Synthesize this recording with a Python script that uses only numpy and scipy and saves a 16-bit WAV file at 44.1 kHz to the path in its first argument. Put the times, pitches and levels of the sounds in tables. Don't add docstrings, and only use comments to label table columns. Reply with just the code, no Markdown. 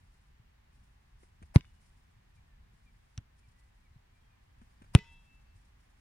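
import sys
import numpy as np
from scipy import signal
from scipy.fft import rfft, irfft, next_fast_len
from scipy.io import wavfile
from scipy.ndimage import uniform_filter1d

SR = 44100
rng = np.random.default_rng(int(sys.argv[2]) if len(sys.argv) > 2 else 0)


def invert_db(x):
    u = np.asarray(x, float) / 20
    return 10 ** u


def log_audio(samples):
    frames = np.atleast_2d(samples).T
    limited = np.clip(frames, -1, 1)
    pcm = np.round(limited * 32767).astype(np.int16)
    wavfile.write(sys.argv[1], SR, pcm)


N = 264636
T = np.arange(N) / SR
LONG = next_fast_len(N)

# frequency in Hz, density in dB per Hz.
HISS_TONE = [(150, -31.5), (260, -7), (380, -7), (414, -8.5), (475, -10), (648, -8), (869, -4.5),
             (947, -6.5), (1010, -6), (1380, -10), (1760, -7), (5220, -20), (9870, -26.5), (11900, -27),
             (16000, -29.5)]
# frequency in Hz, density in dB per Hz.
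RUMBLE_TONE = [(8.8, -36), (15, -1.5), (43, 1.5), (59, 0), (76, -4), (103, -8), (196, -18), (249, -21),
               (300, -32.5), (390, -62.5), (660, -120)]
# time in seconds, level in dB.
RUMBLE_HEAVE = [
    (0.0, -65.5),
    (1.3, -64.5),
    (1.59, -59.5),
    (1.82, -64),
    (3.44, -66),
    (3.91, -65),
    (4.44, -67),
    (5.0, -62),
    (5.21, -63.5),
    (6.0, -65.5),
]
# frequency in Hz, left-right correlation from -1 to 1.
LIKENESS = [(60, 0.99), (130, 0.95), (290, 0.13), (640, -0.64), (1410, 0.15), (3100, -0.16), (6820, -0.05),
            (15000, -0.35)]
# start in seconds, level in dB, hold in seconds.
SWISHES = [(0.0, -85, 0.026), (.14, -87, 0.087), (.76, -89, 0.14), (1.05, -91.5, 0.056),
           (1.225, -82.5, 0.0064), (1.40, -88.5, 0.058), (1.64, -88, 0.19), (1.85, -85, .04),
           (1.98, -90, 0.13), (2.32, -91.5, .1), (2.74, -90, .36), (3.38, -88.5, 0.29), (3.8, -94.5, 0.088),
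           (4.17, -91.5, 0.048), (4.41, -95, 0.029), (4.615, -84, .01), (4.73, -90.5, 0.21),
           (5.06, -87, .28), (5.58, -85.5, 0.033), (5.81, -87, 0.21)]
# frequency in Hz, density in dB per Hz.
RUSTLE_TONE = [(1500, -29), (3000, -14), (5200, -2.5), (6400, -7), (7500, -4), (8300, -7.5), (9200, 0),
               (10400, -10.5), (12500, -21.5), (15500, -27)]
# start in seconds, level in dB, t60 in seconds.
WASH = [
    (1.565, -65, .3),
    (4.955, -58.5, .5),
]
# frequency in Hz, density in dB per Hz.
WASH_TONE = [(100, -3), (200, 4), (400, -5), (1000, -6.5), (2500, -3.5), (5500, -10), (9000, -20.5),
             (15000, -35)]
# start in seconds, length in seconds, first pitch in Hz, last pitch in Hz, level in dB.
BIRD = [(2.365, 0.034, 2450, 2234, -74), (2.461, 0.12, 1880, 1670, -78), (2.856, 0.049, 2440, 2270, -69.5),
        (3.429, 0.04, 2424, 2280, -73), (3.5, 0.21, 1918, 2030, -78), (3.835, 0.054, 2379, 2170, -75),
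        (4.12, 0.096, 2350, 2380, -79), (3.929, .04, 3800, 4200, -83), (4.201, 0.12, 3280, 3180, -82.5),
        (4.288, 0.079, 2500, 2350, -76.5), (4.70, .015, 4560, 5000, -86), (4.775, 0.012, 4600, 5000, -79),
        (4.86, 0.0092, 4680, 4970, -78), (5.458, 0.068, 4900, 4100, -85)]
# start in seconds, level in dB, ground pitch in Hz,
# decay in ms, crunch in dB.
STEPS = [(0.396, -52, 116.4, 5.5, -82), (1.231, -56.5, 366, 1.8, -62), (1.418, -46.5, 186, 2.6, -85),
         (1.424, -47, 75, 12, -53), (2.162, -54.5, 111.5, 8.6, -86.5), (2.373, -55.5, 99, 9.1, -81),
         (2.734, -61.5, 174, 5.3, -79), (3.179, -48.5, 241, 3.7, -85), (3.475, -58.5, 121, 6.3, -83),
         (3.959, -49, 125, 4.4, -83), (4.614, -53.5, 225.5, 4.8, -63), (4.816, -50, 223, 2.4, -83),
         (4.818, -54.5, 93.4, 6.4, -55.5), (4.840, -64, 121, 5.8, -61.5), (5.549, -51.5, 90.6, 7.8, -85)]
# frequency in Hz, density in dB per Hz.
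CRUNCH_TONE = [(180, -28.5), (300, -5.5), (674, -11), (1120, -8.5), (2830, -18), (4720, -33), (7020, -27),
               (8990, -25), (11100, -41.5), (15500, -49.5)]
# contact in seconds, blades in dB, blade lead in ms, crumbs in dB, # crumb fade
# in ms, low echo in dB.
SWEEPS = [
    (1.559, -45, 14, -40, 11.4, -44.5),
    (3.178, -68, 2.1, -54.5, 8, -62),
    (4.951, -50.5, 14, -35, 9.6, -41),
]
# frequency in Hz, density in dB per Hz.
BLADE_TONE = [(350, -30), (600, 6.5), (2040, -8.5), (2720, -9.5), (3290, -22.5), (5360, -10.5), (6490, -19),
              (9240, -9.5), (11600, -25.5), (14100, -24), (15500, -37)]
# frequency in Hz, density in dB per Hz.
CRUMB_TONE = [(350, -34.5), (600, -6), (1030, -4), (2910, -8.5), (5220, -19.5), (5980, -18), (6490, -31.5),
              (9240, -20.5), (11600, -39), (14900, -35.5), (15500, -48.5)]
# pitch in Hz, level in dB,
# t60 in seconds, lobes per second, first null in seconds, left minus right in dB.
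SMALL_BALL = [(1014.6, -51, .14, 6.0, -.08, 7.5), (1583, -66.5, 0.26, 6.0, -.05, -5),
              (2207, -59, 0.32, 8.0, .012, 1), (2920, -69, 0.85, 11.0, .075, 8),
              (3326, -67, 0.13, 6.0, -0.049, 2.5), (3570, -69, 0.507, 6.1, 0.017, 2),
              (3810, -63, 0.1982, 7.41, -.05, -9), (4410, -59.5, .1, 6.0, -.04, -2.5),
              (4915, -75.5, .3, 5.0, -.05, 17), (5416, -76, .3, 5.0, -.05, 5.5),
              (5970, -76.5, 0.297, 4.95, -.05, 6)]
BIG_BALL = [(425, -40.5, 0.15, 3.5, -0.14, 3.5), (926, -59, 0.79, 2.6, -.07, 5),
            (1497, -64.5, 0.47, 10, .06, -3), (2005, -43.5, .33, 11, 0.014, -3),
            (2540, -51.5, 0.29, 12, -0.0059, 12), (2656, -55.5, 1.9, 5.0, 0.085, 2.5),
            (3020, -48.5, 0.27, 9.9, .024, 2.5), (3270, -57.5, 0.77, 2.3, 0.027, -1),
            (3510, -62, .8, 11, .08, 1.7), (3500, -66, .34, 5.3, -0.021, 0.2),
            (3880, -65, 0.74, 6.0, .12, -3), (3978, -55.5, .24, 6.6, 0.03, -2.5),
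            (4350, -68.5, 0.32, 7.0, -.01, 1), (4463, -60, .26, 7.0, 0.00079, -4.5)]
# start in seconds,
# level in dB, centre in Hz, decay in ms, left minus right in dB.
ECHOES = [
    (1.6088, -43.5, 2260, 1.2, 2.5),
    (1.646, -59, 1320, 2.8, 0),
    (1.652, -60.5, 2220, 2.7, 1.5),
    (4.9606, -34.5, 1900, 2.2, 2.5),
    (4.9881, -43.5, 2270, 4.3, -0.5),
    (5.044, -57, 2160, 2.5, 4),
    (5.088, -64, 2170, 1.8, 8),
]
# start in seconds, level in dB, decay in ms, left minus right in dB,
# right ear delay in ms.
SLAPS = [
    (1.56, -17.5, 1.0, 6.5, 0.29),
    (3.1771, -39.5, 2.3, 3, 0.021),
    (4.9503, -11.5, 1.08, 5, 0.029),
]
# frequency in Hz, density in dB per Hz.
SLAP_TONES = [
    [(480, -37), (900, -0.5), (1670, -9), (2150, 0), (2770, -16), (3700, -13), (6070, -18), (6550, -30),
     (7820, -33.5), (8990, -12.5), (10300, -46.5), (12000, -41), (15500, -48.5)],
    [(590, -56), (1000, -20), (1320, -7.5), (1790, -10), (2970, -1), (4390, -6.5), (4810, -15), (5780, 6),
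     (6560, -13.5), (7700, -5), (8250, -31), (9250, -7.5), (10700, -37), (14300, -44), (15500, -54)],
    [(450, -27.5), (720, 0.5), (1790, -8), (2760, -1.5), (3950, -9.5), (4830, -23), (5680, -10),
     (6430, -30.5), (7640, -11.5), (8550, -17), (9320, -6), (10400, -29.5), (12200, -46), (13400, -36),
     (15500, -50.5)],
]
# start in seconds, level in dB, breathing in Hz, peak in ms,
# width in ms, rise in ms.
THUDS = [
    (1.56, -3, 111.4, 1.9, 7.56, 0.26),
    (3.1768, -30.5, 108, 7.3, 7.2, 1.3),
    (4.9502, -3.5, 109.3, 3.5, 7.0, 0.11),
]
# multiple of breathing pitch, share, duration in ms.
WOBBLE = [
    (2.0, 0.035, 6),
    (3.0, -0.022, 12),
]

HISS_DB = -72.5
SWISH_RISE_S, SWISH_FALL_S = .03, 0.039
THUD_ECHO_PEAK_MS, THUD_ECHO_WIDTH_MS = 27, 13
LOBE_FILL = 0.19
SPHERE_HZ = 447
CROWD_DB, CROWD_DB_PER_KHZ, CROWD_SCATTER_DB = -69, -4, 3.5
CROWD_T60_S, CROWD_LOBES_HZ = 0.49, 7
FLIGHT_S = .62
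MIC_LOW_HZ = 30.2


def on_log(table, n):
    hz, value = np.transpose(table)
    bin_hz = np.arange(n // 2 + 1) * SR / n
    return np.interp(np.log(bin_hz + 1), np.log(hz), value)


def noise(tone, n):
    x = irfft(rfft(rng.standard_normal(n)) * invert_db(on_log(tone, n)), n)
    return x / x.std()


def ringing(tone, n=1024):
    cepstrum = irfft(np.log(invert_db(on_log(tone, n))), n)
    cepstrum[1:n // 2] *= 2
    cepstrum[n // 2 + 1:] = 0
    response = irfft(np.exp(rfft(cepstrum)), n)[:n // 2]
    return response / np.sqrt(np.sum(response ** 2))


def crackle(decay_ms, n=1024):
    shape = np.exp(-np.arange(n) * 1000 / SR / decay_ms)
    x = rng.standard_normal(n)
    for _ in range(6):
        spectrum = rfft(x * shape)
        x = irfft(spectrum / np.abs(spectrum), n)
    x = x * np.sqrt(shape)
    return x * np.sqrt(np.sum(shape ** 2) / np.sum(x ** 2))


def walk(rate_hz):
    hold = int(SR / rate_hz)
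    levels = np.repeat(rng.standard_normal(N // hold + 1), hold)
    return 2.2 * uniform_filter1d(uniform_filter1d(levels, hold), hold)[:N]


def add(out, s, x, pan_db=0., late_ms=0.):
    k = np.arange(len(x))
    left = x * invert_db(pan_db / 2)
    right = np.interp(k - late_ms * SR / 1000, k, x, left=0) * invert_db(-pan_db / 2)
    i = int(round(s * SR))
    out[:, i:i + len(x)] += np.array([left, right])[:, :N - i]


def diffuse(tone):
    likeness = np.clip(on_log(LIKENESS, LONG), -1, 1)
    gain = invert_db(on_log(tone, LONG))
    mid = rfft(rng.standard_normal(LONG)) * gain * np.sqrt(1 + likeness)
    side = rfft(rng.standard_normal(LONG)) * gain * np.sqrt(1 - likeness)
    pair = irfft([mid + side, mid - side], LONG)[:, :N]
    return pair / pair.std()


def hiss():
    return invert_db(HISS_DB + 0.39 * walk(1.3)) * diffuse(HISS_TONE)


def rumble():
    heave_db = np.interp(T, *np.transpose(RUMBLE_HEAVE))
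    return invert_db(heave_db + 4.0 + 0.65 * walk(14)) * diffuse(RUMBLE_TONE)


def stirring():
    s, db, held = np.array(SWISHES).T[:, :, None]
    swell = -(np.minimum(T - s, 0) / SWISH_RISE_S) ** 2
    fall = -np.maximum(T - s - held, 0) / SWISH_FALL_S
    return np.sqrt(np.sum(invert_db(db) ** 2 * np.exp(swell + fall), axis=0))


def rustle():
    grain = stirring() * invert_db(4.5 + 2.1 * walk(72))
    return grain * np.array([noise(RUSTLE_TONE, LONG)[:N] for _ in range(2)])


def wash():
    fade = sum((T > s) * invert_db(db - 60 * np.maximum(T - s, 0) / t60) for s, db, t60 in WASH)
    return fade * diffuse(WASH_TONE)


def bird(out):
    for s, length, from_hz, to_hz, db in BIRD:
        u = np.arange(int(length * SR)) / (length * SR)
        phase = 2 * np.pi * np.cumsum(from_hz + (to_hz - from_hz) * u) / SR
        add(out, s, invert_db(db) * np.sin(np.pi * u) ** 0.86 * np.sin(phase), .1, 0.)


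def steps(out):
    ms = np.arange(4096) * 1000 / SR
    for s, db, hz, decay, crunch_db in STEPS:
        thump = np.sin(2 * np.pi * hz * ms / 1000) * (ms / decay) * np.exp(1 - ms / decay)
        crunch = noise(CRUNCH_TONE, 4096) * (ms / 4.6) * np.exp(1 - ms / 3.62)
        add(out, s, invert_db(db) * thump + invert_db(crunch_db) * crunch, 2.5 * (hz / 330), .45)


def sweeps(out):
    ms = (np.arange(8192) - 2048) * 1000 / SR
    echo_shape = np.exp(-((ms - THUD_ECHO_PEAK_MS) / THUD_ECHO_WIDTH_MS) ** 2)
    echo_tone = [(30, -21.5), (70, -6), (130, -1.0), (260, -5.0), (450, -19), (1200, -46.5)]
    for s, blade_db, lead, crumb_db, fade, echo_db in SWEEPS:
        add(out, s - 2048 / SR, invert_db(echo_db) * noise(echo_tone, 8192) * echo_shape, 0., .4)
        blades = invert_db(blade_db) * np.exp(-(np.where(ms < 0, ms, 1.2 * ms) / lead) ** 4)
        dying = np.exp(-np.maximum(ms, 0) / fade) * (ms > 0)
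        i = int(s * SR) - 2048
        for ear in out:
            grain = invert_db(2.7 * rng.standard_normal(256).repeat(32))
            patter = noise(CRUMB_TONE, 8192)
            dull = uniform_filter1d(patter, size=5)
            crumbs = invert_db(crumb_db) * (dull * dying + (patter - dull) * dying ** 2)
            ear[i:i + 8192] += grain * (blades * noise(BLADE_TONE, 8192) + crumbs)


def sphere(low=10.3, high=17.3):
    u, weight = np.polynomial.legendre.leggauss(40)
    x = np.arange(low, high, .004)
    shapes = np.polynomial.legendre.legvander(u, 16).T
    slope = [np.cos(np.outer(x, u) + np.pi / 2 * (1 - n)) @ (weight * u * p) for n, p in enumerate(shapes)]
    return np.sort(x[np.nonzero(np.diff(np.sign(slope), axis=1))[1]])


def crowd():
    hz = SPHERE_HZ * sphere()
    scatter, null, pan = rng.standard_normal((len(hz), 3)).T
    db = CROWD_DB + CROWD_DB_PER_KHZ * (hz - hz[0]) / 1000 + CROWD_SCATTER_DB * scatter
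    return [(f, d, CROWD_T60_S, CROWD_LOBES_HZ, 0.063 * n, 3 * p) for f, d, n, p in zip(hz, db, null, pan)]


def rings(out):
    for s, modes in ((THUDS[0][0], SMALL_BALL), (THUDS[2][0], BIG_BALL + crowd())):
        for (hz, db, t60, spin, null, pan_db), turn in zip(modes, rng.random(len(modes))):
            t = T[:int(min(t60, 1) * SR)]
            lobes = np.sin(np.pi * spin * (t - null)) + 1j * LOBE_FILL
            tone = np.real(lobes * np.exp(2j * np.pi * (hz * t + turn))) * invert_db(db - 60 * t / t60)
            flight = np.clip(t / .004, 0, 1) * np.exp(-(t / FLIGHT_S) ** 6)
            add(out, s, tone * flight, pan_db, .02)


def echoes(out):
    for s, db, hz, decay, pan_db in ECHOES:
        tone = [(hz / 3.2, -30), (hz / 1.2, -2.5), (hz * 1.1, -.1), (hz * 2.6, -15), (hz * 5.5, -45)]
        add(out, s, invert_db(db) * np.convolve(crackle(decay), ringing(tone)), pan_db, .1)


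def slaps(out):
    for (s, db, decay, pan_db, late_ms), tone in zip(SLAPS, SLAP_TONES):
        add(out, s, -invert_db(db) * np.convolve(crackle(decay), ringing(tone)), pan_db, late_ms)


def thuds(out, late_ms=0.33, sag_per_ms=0.0094):
    ms = np.arange(-220, 1800) * 1000 / SR
    for (s, db, hz, peak, width, rise), near in zip(THUDS, (1, 0, 1)):
        turns = 2 * np.pi * hz * 1.092 * ms * (1 - sag_per_ms * ms) / 1000
        breath = np.exp(-((ms - peak) / width) ** 2) * np.cos(turns)
        wobble = sum(share * np.exp(-(ms / lasting) ** 2 / 2) * np.cos(k * turns) for k, share, lasting in WOBBLE)
        onset = 1 / (1 + np.exp(-ms / rise))
        add(out, s - 220 / SR, -invert_db(db) * (breath + wobble) * onset, -.2, late_ms * near)


def scene():
    out = hiss() + rumble() + rustle() + wash()
    for source in (bird, steps, sweeps, rings, echoes, slaps, thuds):
        source(out)
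    return out


def low_pass(x):
    return signal.sosfilt(signal.butter(12, 16240, fs=SR, output="sos"), x)


def record(dry):
    thin = signal.sosfilt(signal.butter(1, MIC_LOW_HZ, "high", fs=SR, output="sos"), dry)
    return low_pass(thin)


dry = scene()
out = record(dry)
log_audio(out)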